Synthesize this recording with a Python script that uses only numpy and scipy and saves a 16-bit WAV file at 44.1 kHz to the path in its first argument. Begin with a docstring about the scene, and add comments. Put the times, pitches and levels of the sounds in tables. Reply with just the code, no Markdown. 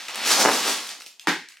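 """In a small, bright room, a cardboard box is tipped out over a laminate floor.
Bags of plastic bricks slide along the card, spill out and land: random contacts rattle, crinkle, rub and drum.
A booklet drops on its edge, stands for a moment and falls flat with a slap: a smeared pulse, a ring and a clap.
The bags tick as they settle: noise bursts with short two-mode rings."""
import sys
import numpy as np
from scipy import signal
from scipy.fft import rfft, irfft
from scipy.io import wavfile

SR = 44100
rng = np.random.default_rng(int(sys.argv[2]) if len(sys.argv) > 2 else 0)


def transcribe(signal):
    """Save signal, clipped to [-1, 1], as a 16-bit WAV file at the path in sys.argv[1]."""
    frames = np.atleast_2d(signal).T
    limited = np.clip(frames, -1, 1)
    pcm = np.round(limited * 32767).astype(np.int16)
    wavfile.write(sys.argv[1], SR, pcm)


N = 70560
TIME = np.arange(N) / SR


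def from_db(db):
    """Decibels to gain."""
    return 10 ** (np.asarray(db) / 20)


def rms_one(x):
    """Scale to unit rms."""
    return x / np.sqrt(np.mean(x ** 2) + 1e-20)


def at_hz(points, hz):
    """Read a table on a log-frequency axis."""
    table_hz, value = np.transpose(points)
    return np.interp(np.log(np.maximum(hz, 1)), np.log(table_hz), value)


def level(curve):
    """A dB curve as gain over time."""
    return from_db(np.interp(TIME, *np.transpose(curve)))


def butter(x, order, hz, kind):
    """Butterworth filter."""
    return signal.sosfilt(signal.butter(order, hz, kind, fs=SR, output="sos"), x)


def coloured(x, colour, size=8192):
    """Minimum-phase filter of unit energy with the given spectrum."""
    gain = from_db(at_hz(colour, np.fft.rfftfreq(size, 1 / SR)))
    cepstrum = irfft(np.log(rms_one(gain)))
    fold = 1 + np.sign(size // 2 - np.arange(size))  # fold onto positive time: causal
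    fold[0] = 1
    response = irfft(np.exp(rfft(cepstrum * fold)))
    return signal.fftconvolve(x, response)[:N]


def ring(x, hz, t60_s):
    """A unit click sets a decaying cosine of about height 1 ringing, with no deep bass."""
    radius = np.exp(-np.log(1000) / (t60_s * SR))
    angle = 2 * np.pi * hz / SR
    return signal.lfilter([.5, 0, -.5], [1, -2 * radius * np.cos(angle), radius ** 2], x + 1e-18)


def impulse(start_s, level_db):
    """One sharp contact."""
    return from_db(level_db) * (np.arange(N) == int(start_s * SR))


def grains(per_s, spread_db):
    """Random contacts, many small and a few large."""
    sizes = from_db(spread_db * np.minimum(rng.exponential(1, N), 3.5))
    signs = rng.choice([-1, 1], N)
    return sizes * signs * (rng.random(N) < per_s / SR)


# how hard the bags are shaken: time_s, level_db
SHAKING = [(0, -45), (.14, -54), (.22, -38.5), (.27, -25), (.3, -21.5), (.318, -14), (.345, -28),
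           (.375, -27.5), (.395, -20.5), (.42, -21), (.44, -29), (.465, -34), (.53, -24.5), (.62, -34),
           (.68, -23.5), (.74, -33), (.8, -41), (.89, -38.5), (.96, -56), (.998, -60), (1.015, -42.5),
           (1.045, -68), (1.075, -47), (1.11, -81), (1.48, -80), (1.497, -48), (1.55, -77)]
# spectrum of the clacks: freq_hz, level_db
BRICK_COLOUR = [(200, -38.5), (700, -8), (1500, -6.5), (2800, -11.5), (4200, -1), (6000, 0), (8000, -6),
                (11000, -11.5), (16000, -20)]
# spectrum of the bag film: freq_hz, level_db
FILM_COLOUR = [(300, -32), (1500, -2), (4000, -2), (8000, -2), (16000, -15.5)]
CLACKS_PER_S, CLACK_SPREAD_DB, BRICK_ROOM_DB = 2400, 3.5, 0.5
CLACK_CYCLES = 6.5  # t60 of the lowest brick, in its own cycles
CRINKLES_PER_S, CRINKLE_SPREAD_DB, CRINKLE_DB = 2500, 3.5, -8


def bricks(count=96):
    """Bricks of many sizes clack together, each ringing briefly, while their bags crinkle."""
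    contacts = grains(CLACKS_PER_S, CLACK_SPREAD_DB)
    struck = rng.integers(0, count, N)  # which brick takes each contact
    pitches_hz = np.linspace(1100, 13000, count) * rng.uniform(.99, 1.01, count)
    clacks = np.zeros(N)
    for k, hz in enumerate(pitches_hz):
        t60_s = CLACK_CYCLES / np.sqrt(hz * pitches_hz[0])
        clacks += ring(contacts * (struck == k), hz, t60_s)
    rattle = rms_one(coloured(clacks, BRICK_COLOUR))
    crinkle = rms_one(coloured(grains(CRINKLES_PER_S, CRINKLE_SPREAD_DB), FILM_COLOUR))
    return level(SHAKING) * (rattle + from_db(CRINKLE_DB) * crinkle)


SNAPS_PER_S, SNAP_SPREAD_DB, SNAP_DB, SNAP_ROOM_DB = 410, 3.5, -8.5, -9


def snaps():
    """Creases of film snap over sharply, sparser than the crinkle, close and dry."""
    creases = coloured(grains(SNAPS_PER_S, SNAP_SPREAD_DB), FILM_COLOUR)
    return level(SHAKING) * from_db(SNAP_DB) * rms_one(creases)


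# rubbing along the inside of the box: time_s, level_db
SLIDE_LEVEL = [(0, -36), (.075, -42), (.095, -34.5), (.13, -38), (.16, -33.5), (.22, -30.5), (.28, -24),
               (.4, -28.5), (.6, -28.5), (.7, -26.5), (.8, -36), (.87, -42.5), (.91, -40), (.98, -51),
               (1.09, -67), (1.13, -74)]
# spectrum of the rubbing: freq_hz, level_db
SLIDE_COLOUR = [(100, -48), (220, -14), (450, -11.5), (800, -3.5), (1300, -3), (2000, -0.5), (2700, 0.5),
                (4500, -2.5), (8000, -14), (16000, -29.5)]
SLIPS_PER_S, SLIP_SPREAD_DB, SLIDE_ROOM_DB = 5000, 2.5, -5


def slide():
    """Film and paper catch and slip on the card."""
    slips = grains(SLIPS_PER_S, SLIP_SPREAD_DB)
    return level(SLIDE_LEVEL) * rms_one(coloured(slips, SLIDE_COLOUR))


# bags drumming on card and floor: time_s, level_db
DRUM_LEVEL = [(0, -69), (.075, -64), (.09, -40), (.13, -50), (.17, -38), (.23, -41.5), (.265, -32),
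              (.315, -29.5), (.37, -27), (.4, -22.5), (.435, -26), (.485, -22.5), (.52, -30), (.59, -31.5),
              (.635, -34), (.685, -26), (.74, -45), (.8, -37), (.85, -53.5), (.93, -52.5), (1.0, -60),
              (1.2, -75)]
# spectrum of the bumps: freq_hz, level_db
DRUM_COLOUR = [(30, -49.5), (75, -42), (115, -17.5), (160, -15.5), (215, -2), (310, 0), (560, -0.5),
               (800, 1), (1200, -1.5), (1900, -6.5), (3200, -18.5), (10000, -45.5)]
# ringing of the card: pitch_hz, level_db, t60_s
CARD_MODES = [(284.8, -44.5, .2), (555, -54, .12), (828, -47, .14), (1097, -44.5, .1)]
BUMPS_PER_S, BUMP_SPREAD_DB, DRUM_ROOM_DB = 1100, 3, -3


def drumming():
    """The loose load bumps the box walls and the boards, and the card rings."""
    bumps = grains(BUMPS_PER_S, BUMP_SPREAD_DB)
    card = sum(from_db(db) * ring(bumps, hz, t60_s) for hz, db, t60_s in CARD_MODES)
    return level(DRUM_LEVEL) * rms_one(coloured(bumps, DRUM_COLOUR) + card)


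# centres of the smear as sheets flex on the floor: pitch_hz
FLEX_HZ = [685, 1980]


def flexed(x):
    """Allpasses spread a sharp blow over a millisecond or so."""
    for hz in FLEX_HZ:
        _, poles = signal.iirpeak(hz, 1, fs=SR)
        x = signal.lfilter(poles[::-1], poles, x)
    return x


# booklet edge and bags hit the floor: start_s, level_db, lowpass_hz
LANDINGS = [(0.264, -8, 250), (0.3119, -2, 2550), (0.3934, -9.5, 3000), (0.4505, 12.5, 1200),
            (0.4546, 12.5, 300), (0.4582, 13, 1800), (0.474, 8.5, 700), (0.481, 4, 2390), (.4862, 6, 3400),
            (0.4902, 6, 2784), (0.4972, 7, 2600), (0.565, 6.5, 130), (.609, 4.5, 160), (0.689, 4, 150),
            (1.0634, -19, 260)]
# spectrum of the blows: freq_hz, level_db
THUD_COLOUR = [(30, -31), (80, -25), (160, -5.5), (300, 4), (700, 6.5), (1800, 4), (3000, -6.5),
               (12000, -34.5)]
THUD_ROOM_DB = -7
THUMP_S, THUMP_DB, THUMP_HZ, THUMP_T60_S = .452, -16, 190, 0.032


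def thuds():
    """Heavy landings, each as dull as its contact is soft; the boards give under the heaviest."""
    blows = sum(butter(impulse(s, db), 1, hz, "low") for s, db, hz in LANDINGS)
    push = butter(impulse(THUMP_S, THUMP_DB), 1, 2 * THUMP_HZ, "low")
    return coloured(flexed(blows), THUD_COLOUR) + ring(push, THUMP_HZ, THUMP_T60_S)


# spectrum of the flat landing: freq_hz, level_db
SLAP_COLOUR = [(30, -49), (100, -32), (175, 0), (230, -2.5), (330, 6), (450, -4.5), (640, -11.5), (850, 2),
               (1150, -6.5), (1650, 3), (2200, -2), (2900, -7), (3700, -6.5), (5500, -12.5), (9000, -22),
               (16000, -35)]
# ringing of booklet, floor and room: pitch_hz, level_db, t60_s
SLAP_MODES = [(179, -45.5, 0.16), (285.5, -39.5, 0.22), (356.4, -39, 0.16), (863, -41.5, 0.2),
              (1520, -50, 0.39), (1590, -46, 0.36), (1890, -45, 0.42), (2120, -47, 0.35), (2256, -46, 0.41)]
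# spectrum of the air pushed out: freq_hz, level_db
RUSH_COLOUR = [(200, -14), (550, -14), (830, 5), (1200, -6), (3500, -6), (12000, -37)]
SLAP_S, SLAP_DB, SLAP_ROOM_DB = 1.272, 13.5, 10
RUSH_DB, RUSH_RISE_DB_PER_S = -44.5, 329


def slap(echoes):
    """The falling booklet pushes air aside, then hits the floor in one pulse that leaves a ring."""
    pulse = flexed(impulse(SLAP_S, SLAP_DB))
    ringing = np.zeros(N)
    for hz, db, t60_s in SLAP_MODES:
        ringing += from_db(db) * ring(pulse, hz, t60_s) * rng.choice([-1, 1])
    swell = from_db(RUSH_DB - RUSH_RISE_DB_PER_S * np.abs(SLAP_S - TIME)) * (TIME < SLAP_S)
    rush = coloured(swell * rng.standard_normal(N), RUSH_COLOUR)
    landing = coloured(pulse, SLAP_COLOUR) + rush
    return in_room([(landing, SLAP_ROOM_DB)], [echoes]) + ringing


# clap thrown back by nearby surfaces: delay_s, level_db (relative to the clap)
CLAP_ECHOES = [(.0122, -4), (.0178, -11), (.0305, -7)]
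CLAP_DB, CLAP_BAND_HZ = 13.5, (820, 1670)


def clap():
    """Trapped air leaves in one sharp clap, with its first distinct echoes."""
    pulses = impulse(SLAP_S, CLAP_DB)
    for delay_s, db in CLAP_ECHOES:
        pulses = pulses + impulse(SLAP_S + delay_s, CLAP_DB + db)
    return butter(pulses + 1e-18, 2, CLAP_BAND_HZ, "band")


# single bricks click, folds of film snap: start_s, level_db, pitch_hz, crack_db (relative to the ring)
CLICKS = [(0.0538, -18.5, 2720, 0), (0.0839, -9, 2500, -5), (0.0862, -9, 1290, -3), (0.146, -11, 2970, 3),
          (.157, -11.5, 8500, 4), (0.2626, -5.5, 4130, 5), (.293, -2, 4570, -1), (0.3148, 1.5, 5000, 1.5),
          (0.422, -8, 5000, -1), (.6955, -11, 5550, 1), (0.891, -14, 3620, 4), (1.002, -20, 3860, 1.5),
          (1.0072, -16, 1400, -2), (1.02, -19, 2600, -3), (1.0631, -19, 3000, 5), (1.069, -21, 2600, 0),
          (1.1408, -31, 3100, -5), (1.196, -15, 3330, 0), (1.487, -24, 4230, 3), (1.4878, -23, 5300, -8),
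          (1.5218, -26.5, 2630, -2), (1.571, -22.5, 1760, -12)]
# spectrum of the cracks: freq_hz, level_db
CRACK_COLOUR = [(100, -43), (300, -21.5), (1000, -18), (1900, -2), (4000, 2.5), (8000, -3.5), (11000, -8.5),
                (16000, -20)]
CLICK_RING_T60_S, OVERTONE_RATIO, OVERTONE_DB, CLICK_RING_ROOM_DB = .0065, 1.47, -4, -7
CRACK_DECAY_S, CRACK_ROOM_DB = 0.0021, 2.5
CLICK_LOW_CUT_HZ = 1250  # small pieces radiate no bass


def clicks():
    """Each click is a tiny noise burst and a brief ring of two modes; gives (cracks, rings)."""
    cracks, rings = np.zeros((2, N))
    for start_s, db, hz, crack_db in CLICKS:
        size = from_db(db) / np.sqrt(N)  # sets energy, as each part has unit rms over N
        age_s = np.maximum(TIME - start_s, 0)
        decay = (age_s > 0) * (np.exp(-age_s / CRACK_DECAY_S) + 1e-12)
        cracks += size * from_db(crack_db) * rms_one(rng.standard_normal(N) * decay)
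        contact = impulse(start_s, 0)
        low_mode = ring(contact, hz, CLICK_RING_T60_S)
        high_mode = ring(contact, OVERTONE_RATIO * hz, CLICK_RING_T60_S)
        rings += size * rms_one(low_mode + from_db(OVERTONE_DB) * high_mode)
    return coloured(cracks, CRACK_COLOUR), butter(rings, 4, CLICK_LOW_CUT_HZ, "high")


# faint rustle as everything comes to rest: time_s, level_db
SETTLE_LEVEL = [(1.28, -90), (1.32, -42), (1.42, -48), (1.47, -57), (1.53, -56), (1.6, -59)]
# spectrum of the rustle: freq_hz, level_db
SETTLE_COLOUR = [(300, -48.5), (1200, -26.5), (1600, -2.5), (2200, 2.5), (3000, -10), (7000, -19),
                 (16000, -42.5)]
SETTLE_SLIPS_PER_S = 900


def settling():
    """The last small slips of paper and film, in separate grains."""
    slips = grains(SETTLE_SLIPS_PER_S, CRINKLE_SPREAD_DB)
    return level(SETTLE_LEVEL) * rms_one(coloured(slips, SETTLE_COLOUR))


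# decay of the echoes: freq_hz, t60_s
ROOM_T60 = [(100, 0.26), (260, .27), (800, 0.25), (1840, 0.32), (4850, 0.38), (12800, 0.29)]
# width of the echoes: freq_hz, side_minus_mid_db
ROOM_SIDE = [(100, -32), (250, -31), (500, -14.5), (1000, -18), (2000, -14), (4000, -8), (8000, -4),
             (12000, 0)]
WALL_DELAY_S, EARLY_DB, ROOM_HOLD_S = 0.0095, -4, 0.016


def room_echoes(count=19):
    """Mid and side response: weak floor echoes, then the walls, dying away band by band."""
    out = np.zeros((2, N))
    edges_hz = np.geomspace(40, 19000, count + 1)
    white = rng.standard_normal((2, 2, N))
    build = np.where(TIME < WALL_DELAY_S, from_db(EARLY_DB), 1) * (TIME > .001)
    decay_time_s = np.maximum(TIME - ROOM_HOLD_S, 0)
    for k, (low, high) in enumerate(zip(edges_hz, edges_hz[1:])):
        hz = np.sqrt(low * high)
        # neighbouring bands use different noise; reversal puts the filter's tail first
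        band = butter(white[k % 2], 2, [low, high], "band")[:, ::-1]
        band = band * build * np.exp(-np.log(1000) * decay_time_s / at_hz(ROOM_T60, hz))
        width = from_db(at_hz(ROOM_SIDE, hz))
        out += np.sqrt(high - low) * np.array([rms_one(band[0]), width * rms_one(band[1])])
    return out / np.linalg.norm(out[0])


DIRECT_SIDE_DB, ECHO_CHANGE_S = -7, .045


def in_room(sources, places):
    """Left and right of (sound, room_db) sources that move through places with different echoes."""
    direct = sum(x / np.hypot(1, from_db(db)) for x, db in sources)
    sent = sum(x / np.hypot(1, from_db(-db)) for x, db in sources)
    mid, side = direct, from_db(DIRECT_SIDE_DB) * np.gradient(direct)
    turns = [(TIME / ECHO_CHANGE_S - k) / len(places) for k in range(len(places))]
    nearness = np.maximum(np.cos(2 * np.pi * np.array(turns)), 0) ** 2 + 1e-9
    shares = nearness / np.linalg.norm(nearness, axis=0)  # constant power
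    for share, echoes in zip(shares, places):
        wet = signal.fftconvolve((share * sent)[None], echoes[:, :N // 2], axes=1)[:, :N]
        mid, side = mid + wet[0], side + wet[1]
    return np.array([mid + side, mid - side])


# spectrum of the room's air: freq_hz, level_db
AIR_COLOUR = [(100, 0.5), (250, -8.5), (1000, -14.5), (4000, 0.5), (16000, -24.5)]
AIR_DB = -84


def quiet_air():
    """Steady coloured noise of the room's air."""
    return from_db(AIR_DB) * coloured(rng.standard_normal(N), AIR_COLOUR)


def scene(count=4):
    """All sources in one room, over its quiet air."""
    places = [room_echoes() for _ in range(count)]
    cracks, rings = clicks()
    sources = [
        (bricks(), BRICK_ROOM_DB), (snaps(), SNAP_ROOM_DB),
        (slide(), SLIDE_ROOM_DB), (drumming(), DRUM_ROOM_DB), (thuds(), THUD_ROOM_DB),
        (cracks, CRACK_ROOM_DB), (rings, CLICK_RING_ROOM_DB),
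        (settling(), SLIDE_ROOM_DB), (quiet_air(), 0)]
    return slap(places[0]) + clap() + in_room(sources, places)


LOW_CUT_HZ, PEAK_LIMIT, CUTOFF_HZ = 101, 1.4, 16000


def record(dry):
    """The microphone thins the bass, peaks are rounded, the top is cut steeply."""
    thin = butter(dry, 2, LOW_CUT_HZ, "high")
    rounded = PEAK_LIMIT * np.tanh(thin / PEAK_LIMIT)
    steep = signal.ellip(10, .2, 70, CUTOFF_HZ, fs=SR, output="sos")
    return signal.sosfilt(steep, rounded)


dry = scene()
out = record(dry)
transcribe(out)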